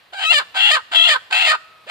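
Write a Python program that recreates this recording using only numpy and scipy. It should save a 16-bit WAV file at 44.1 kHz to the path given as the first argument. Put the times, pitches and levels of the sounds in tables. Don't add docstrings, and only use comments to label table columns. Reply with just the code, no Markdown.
import sys
import numpy as np
from scipy import signal
from scipy.fft import rfft, irfft, next_fast_len
from scipy.io import wavfile
from scipy.ndimage import uniform_filter1d

SR = 44100
rng = np.random.default_rng(int(sys.argv[2]) if len(sys.argv) > 2 else 0)


def dump(signal):
    limited = np.clip(np.atleast_2d(signal).T, -1, 1)
    pcm = np.round(limited * 32767).astype(np.int16)
    wavfile.write(sys.argv[1], SR, pcm)


N = 83790
BAND_EDGE_HZ = 15500


def amp(db):
    return 10 ** (np.asarray(db) / 20)


def unit_rms(x):
    return x / np.sqrt(np.mean(x ** 2) + 1e-20)


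def steadied(x):
    return x / np.sqrt(abs(uniform_filter1d(x ** 2, size=800)) + 1e-12)


def at_hz(points, hz):
    f, value = np.transpose(points)
    return np.interp(np.log(hz + 1), np.log(f + 1), value)


def follow(rows, at):
    axis, *columns = np.transpose(rows)
    return [np.interp(at, axis, column) for column in columns]


def filtered(x, gain):
    size = next_fast_len(x.shape[-1] + 4096)
    return irfft(rfft(x, size) * gain(np.fft.rfftfreq(size, 1 / SR)), size)[..., :x.shape[-1]]


def coloured(x, points):
    return filtered(x, lambda f: amp(at_hz(points, f)))


def wander(size, hz):
    noise = rng.standard_normal(size)
    return unit_rms(filtered(noise, lambda f: 1 / (1 + (f / hz) ** 2) ** 2 * f / (f + hz / 10)))


def add(mix, start_s, sound):
    part = mix[max(round(start_s * SR), 0):][:len(sound)]
    part += sound[:len(part)]


def resonate(x, hz, width_hz):
    carrier = np.exp(2j * np.pi * np.cumsum(hz * np.ones(len(x))) / SR)
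    pole = np.exp(-np.pi * width_hz / SR)
    return 2 * (carrier * signal.lfilter([1 - pole], [1, -pole], x / carrier)).real


def outdoor_air(correlation=0.55):
    # f/Hz, relative density level/dB
    spectrum = [(20, -17), (85, 2), (300, -2), (650, 5), (4200, 0.5), (6000, -14.5), (15000, -19)]
    left, independent = coloured(rng.standard_normal((2, N)), spectrum)
    right = correlation * left + np.sqrt(1 - correlation ** 2) * independent
    return amp(-53 + 1.27 * wander(N, 2.5)) * unit_rms(np.array([left, right]))


def reverberation(x, t60_points):
    taps = rng.standard_normal((2, SR)) * (rng.random((2, SR)) < .1)
    taps *= np.arange(SR) > SR // 400
    hz, t, bands = signal.stft(taps, SR, nperseg=256)
    decay = amp(-60 * t / at_hz(t60_points, hz)[:, None])
    response = signal.istft(bands * decay, SR, nperseg=256)[1]
    return signal.fftconvolve(x[None], unit_rms(response) / np.sqrt(response.shape[1]), axes=1)


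def yard_echo(x):
    # f/Hz, T60/s
    decay_times = [(300, .6), (1800, .87), (15000, .4)]
    # f/Hz, relative gain/dB
    colour = [(200, -11), (700, -2), (3500, -3), (6000, 5.5)]
    early = filtered(reverberation(x, [(1, .07)]), lambda f: f / np.hypot(f, 700))
    late = coloured(reverberation(x, decay_times), colour)
    return amp(-5) * early + amp(-24) * late


def membrane(phase, hz, tilt, count, offset=0):
    return unit_rms(sum(k ** -tilt * (k * hz < BAND_EDGE_HZ) * np.cos(k * phase + offset)
                        for k in range(1, count + 1)))


def squeal(low_phase, high_phase, high_hz, coupling, rasp, throat):
    # f/Hz, relative gain/dB
    envelope = [(100, -57), (500, -44), (720, 3), (1000, 10), (1350, 1), (1900, 9), (2250, 4.5),
                (2700, 1.5), (3400, 13.5), (3750, 6), (4200, 4), (4900, -7), (5900, -19.5), (7100, -11.5),
                (9500, -24.5), (12000, -28.5), (15000, -24.5)]
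    tone, difference_tones, sum_tones = (
        membrane(high_phase, high_hz, tilt=0.061, count=12, offset=shift)
        for shift in (0, -low_phase, low_phase))
    source = coloured(tone + coupling * (1.33 * difference_tones + 0.36 * sum_tones) + rasp, envelope)
    resonant = resonate(resonate(source, *throat), *throat)
    return steadied(resonant + amp(-12) * source)


def croak(pulses, beak_hz, ring_db, opening):
    # f/Hz, relative gain/dB
    open_envelope = [(100, -53), (430, -74), (620, -12), (850, 5.5), (1250, -6.5), (1850, -1.5),
                     (2300, -1.5), (3600, -0.5), (4200, -3.5), (4800, -5.5), (5900, -24), (7100, -15),
                     (9500, -25), (12000, -34.5), (15000, -32)]
    shut_envelope = [(100, -63), (280, -7.5), (480, -13.5), (950, -2), (1500, 6.5), (2300, -14.5),
                     (4400, -12), (5900, -41), (7300, -30), (15000, -50)]
    ringing = pulses + amp(ring_db) * resonate(pulses, beak_hz, width_hz=390)
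    bright, dull = coloured(ringing, open_envelope), coloured(ringing, shut_envelope)
    return steadied(opening * bright + (1 - opening) * dull)


def squawk(effort, syrinx, beak, throat):
    jitter_hz, tremor_hz = 210, 108
    beak_shut_hz, beak_open_hz, low_cut_hz = 1108, 1828, 397
    t = np.arange(effort[0][0], effort[-1][0], 1 / SR)
    size = len(t)
    level_db, = follow(effort, t)
    low_hz, high_hz, high_share, rough = follow(syrinx, t)
    high_share, rough = np.clip(high_share, 0, .995), np.clip(rough, 0, 1)
    low_share = 1 - high_share
    beak_hz, ring_db = follow(beak, t)
    opening = np.clip((beak_hz - beak_shut_hz) / (beak_open_hz - beak_shut_hz), 0, 1)

    low_phase = 2 * np.pi * np.cumsum(low_hz * (1 + 0.115 * rough * wander(size, jitter_hz))) / SR
    high_phase = 2 * np.pi * np.cumsum(high_hz * (1 + 0.058 * rough * wander(size, jitter_hz))) / SR
    shimmer = 1 + .35 * rough * wander(size, 2 * jitter_hz)
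    rasp = amp(-6) * rough * unit_rms((1 + np.cos(low_phase)) * rng.standard_normal(size))

    coupling = np.sqrt(low_share) * shimmer
    high_voice = squeal(low_phase, high_phase, high_hz, coupling, rasp, throat)
    pulses = shimmer * membrane(low_phase, low_hz, tilt=0.083, count=28) + rasp
    low_voice = croak(pulses, beak_hz, ring_db, opening)
    voice = steadied(high_share * high_voice + low_share ** 1.72 * low_voice)
    tremor_db = (1.4 + 1.5 * (1 - opening)) * rough * wander(size, tremor_hz)
    voice *= amp(level_db - low_share + tremor_db)

    fundamental_gain = np.sqrt(low_share * opening) / (amp(-level_db - 4.5) + amp(30))
    flutter = 1 + 0.97 * rough * wander(size, tremor_hz)
    voice += fundamental_gain * flutter * np.sin(low_phase)
    return amp(2.5) * filtered(voice, lambda f: f ** 4 / (f ** 4 + low_cut_hz ** 4))


def direct_path(x):
    # f/Hz, left minus right/dB
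    balance = [(300, 2), (700, -6), (1000, -1), (1300, -5), (1850, -5), (2400, 4), (3100, 12), (3550, 5),
               (4100, 11), (5200, 3), (6400, -14.5), (10000, -16), (13000, 0.5)]
    # f/Hz, left minus right/rad
    lead = [(0, 0), (900, -.6), (1350, -2.2), (2400, -.6), (3300, -3.6), (7500, -11.3), (16000, -25)]
    side = np.array([[.5], [-.5]])
    return filtered(x, lambda f: amp(side * at_hz(balance, f)) * np.exp(1j * side * follow(lead, f)[0]))


def far_rooster():
    # t/s, f/Hz, level/dB
    note = [(1.561, 632.4, -47), (1.669, 643.5, -50), (1.85, 626, -54)]
    # f/Hz, relative gain/dB
    throat = [(640, -9), (1280, 5), (1920, -25), (2500, -3), (3850, -29), (5000, -35)]
    t = np.arange(note[0][0], note[-1][0], 1 / SR)
    hz, level_db = follow(note, t)
    phase = 2 * np.pi * np.cumsum(hz * (1 + 0.019 * wander(len(t), 150))) / SR
    tone = sum(amp(at_hz(throat, k * hz)) * np.cos(k * phase) for k in range(1, 8))
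    out = np.zeros(N)
    add(out, t[0], amp(level_db) * unit_rms(tone))
    return out


def scene():
    # t/s, relative level/dB
    efforts = [
        [(0.122, -63), (0.127, -44.5), (0.136, -34), (0.15, -37.5), (0.2, -28.5), (0.255, -21.5),
         (0.294, -20.5), (0.309, -13), (0.326, -16.5), (0.388, -17), (0.41, -26), (0.436, -41.5)],
        [(0.537, -61), (0.544, -35), (0.571, -21), (0.643, -15.5), (0.735, -16), (0.77, -19.5), (0.806, -39)],
        [(0.912, -48), (0.922, -28), (0.964, -15), (1.07, -16), (1.125, -15), (1.145, -19.5), (1.162, -20),
         (1.184, -45)],
        [(1.302, -64), (1.307, -34), (1.319, -30), (1.328, -19), (1.45, -18), (1.492, -16), (1.537, -16.5),
         (1.553, -22.5), (1.572, -52.5)],
    ]
    fifth_effort = [(1.866, -51.5), (1.9, -29)]
    # t/s, low side f/Hz, high side f/Hz, high side's share, roughness
    syrinxes = [
        [(.124, 268.8, 1175, 0.43, 1), (.134, 741, 1200, 0.23, 1.09), (.15, 785.2, 1188, 0.12, 0.3),
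         (.17, 790.7, 1159, 0.1, 0.2), (.2, 771.7, 1268, 0.4, 0.56), (.24, 746.3, 1299, 0.53, 0.67),
         (.264, 641.4, 1286, 1, 0.09), (.287, 654.7, 1305, 1, 0.07), (.309, 689.8, 1385, 0.94, 0.1),
         (.323, 694, 1388, 0.58, 0.82), (.341, 608.8, 1245, 0.3, 0.15), (.375, 576.7, 1137, 0.31, 0.01),
         (.392, 593, 1123, 0.09, 0.48), (.43, 263, 932, 0.17, 0.46)],
        [(.546, 260, 1302, 0.35, 0.97), (.557, 727, 1330, 0.25, 0.73), (.61, 794, 1371, 0.69, 0.63),
         (.64, 800, 1365, 0.75, 0.34), (.685, 837.4, 1421, 0.66, 0.42), (.705, 712, 1382, 0.62, 0.94),
         (.717, 600.6, 1227, 0.1, 0.16), (.729, 613.7, 1220, 0.43, 0.04), (.742, 647, 1271, 0, 0.21),
         (.765, 579, 1149, 0.18, 0.69), (.8, 428, 880, 0.1, 0.37)],
        [(.916, 270.1, 1310, 0.38, 0.8), (.926, 719.2, 1340, .25, 0.92), (.948, 711.7, 1394, 0.52, 0.91),
         (.968, 676.2, 1316, 0.74, 0.31), (1.02, 691, 1335, 0.85, 0.29), (1.068, 684, 1378, 0.96, 0.61),
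         (1.086, 705.5, 1365, 0.31, 0.75), (1.102, 586.3, 1182, 0.38, 0.11), (1.122, 624.3, 1222, 0.23, 0.28),
         (1.142, 582.7, 1420, 0.2, 0.56), (1.175, 423, 970, 0, 0.68)],
        [(1.307, 269.3, 1248, 0, 1), (1.317, 739, 1260, 0.1, .9), (1.33, 738, 1278, 0.47, 0.55),
         (1.37, 737.5, 1320, 0.55, 0.68), (1.42, 763.2, 1370, 0.64, 0.66), (1.45, 688.2, 1400, 0.68, 0.48),
         (1.474, 679.7, 1300, 0.18, .55), (1.488, 617, 1210, 0.12, 0.26), (1.502, 599, 1217, 0, 0.25),
         (1.514, 649.7, 1315, 0.02, 0.6), (1.534, 647.4, 1200, 0, 0.82), (1.56, 401.7, 957, 0.26, 0.74)],
        [(1.864, 453.5, 1255, 0.24, 0.86), (1.9, 745, 1262, 0.38, 0.69)],
    ]
    # t/s, f/Hz, gain/dB
    beaks = [
        [(.12, 1516, -0.5), (.375, 1900, 2.5), (.41, 1040, -15)],
        [(.54, 1420, -16.5), (.735, 1907, 4), (.78, 1070, 2)],
        [(.91, 1520, -1.5), (1.115, 1860, 6), (1.16, 1150, 3.5)],
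        [(1.3, 1470, -7), (1.487, 2104, 5), (1.535, 1287, 9)],
        [(1.87, 1700, 4)],
    ]
    # f/Hz, bandwidth/Hz
    throats = [(2835, 520), (2823, 840), (3032, 860), (2620, 610), (2630, 650)]
    hen = np.zeros(N)
    for effort, syrinx, beak, throat in zip(list(efforts) + [fifth_effort], syrinxes, beaks, throats):
        add(hen, effort[0][0], squawk(effort, syrinx, beak, throat))
    out = direct_path(hen) + yard_echo(hen)[:, :N] + far_rooster() + outdoor_air()
    earlier = squawk(efforts[1], syrinxes[1], beaks[1], throats[1])
    for channel, tail in zip(out, yard_echo(earlier)):
        add(channel, 0, tail[len(earlier) + round(0.17 * SR):])
    return out


def record(dry, ceiling=.95):
    rounded = dry / (1 + (dry / ceiling) ** 12) ** (1 / 12)
    low_pass = signal.firwin(511, BAND_EDGE_HZ, window=("kaiser", 9), fs=SR)
    return signal.oaconvolve(rounded, low_pass[None], "same")


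dry = scene()
out = record(dry)
dump(out)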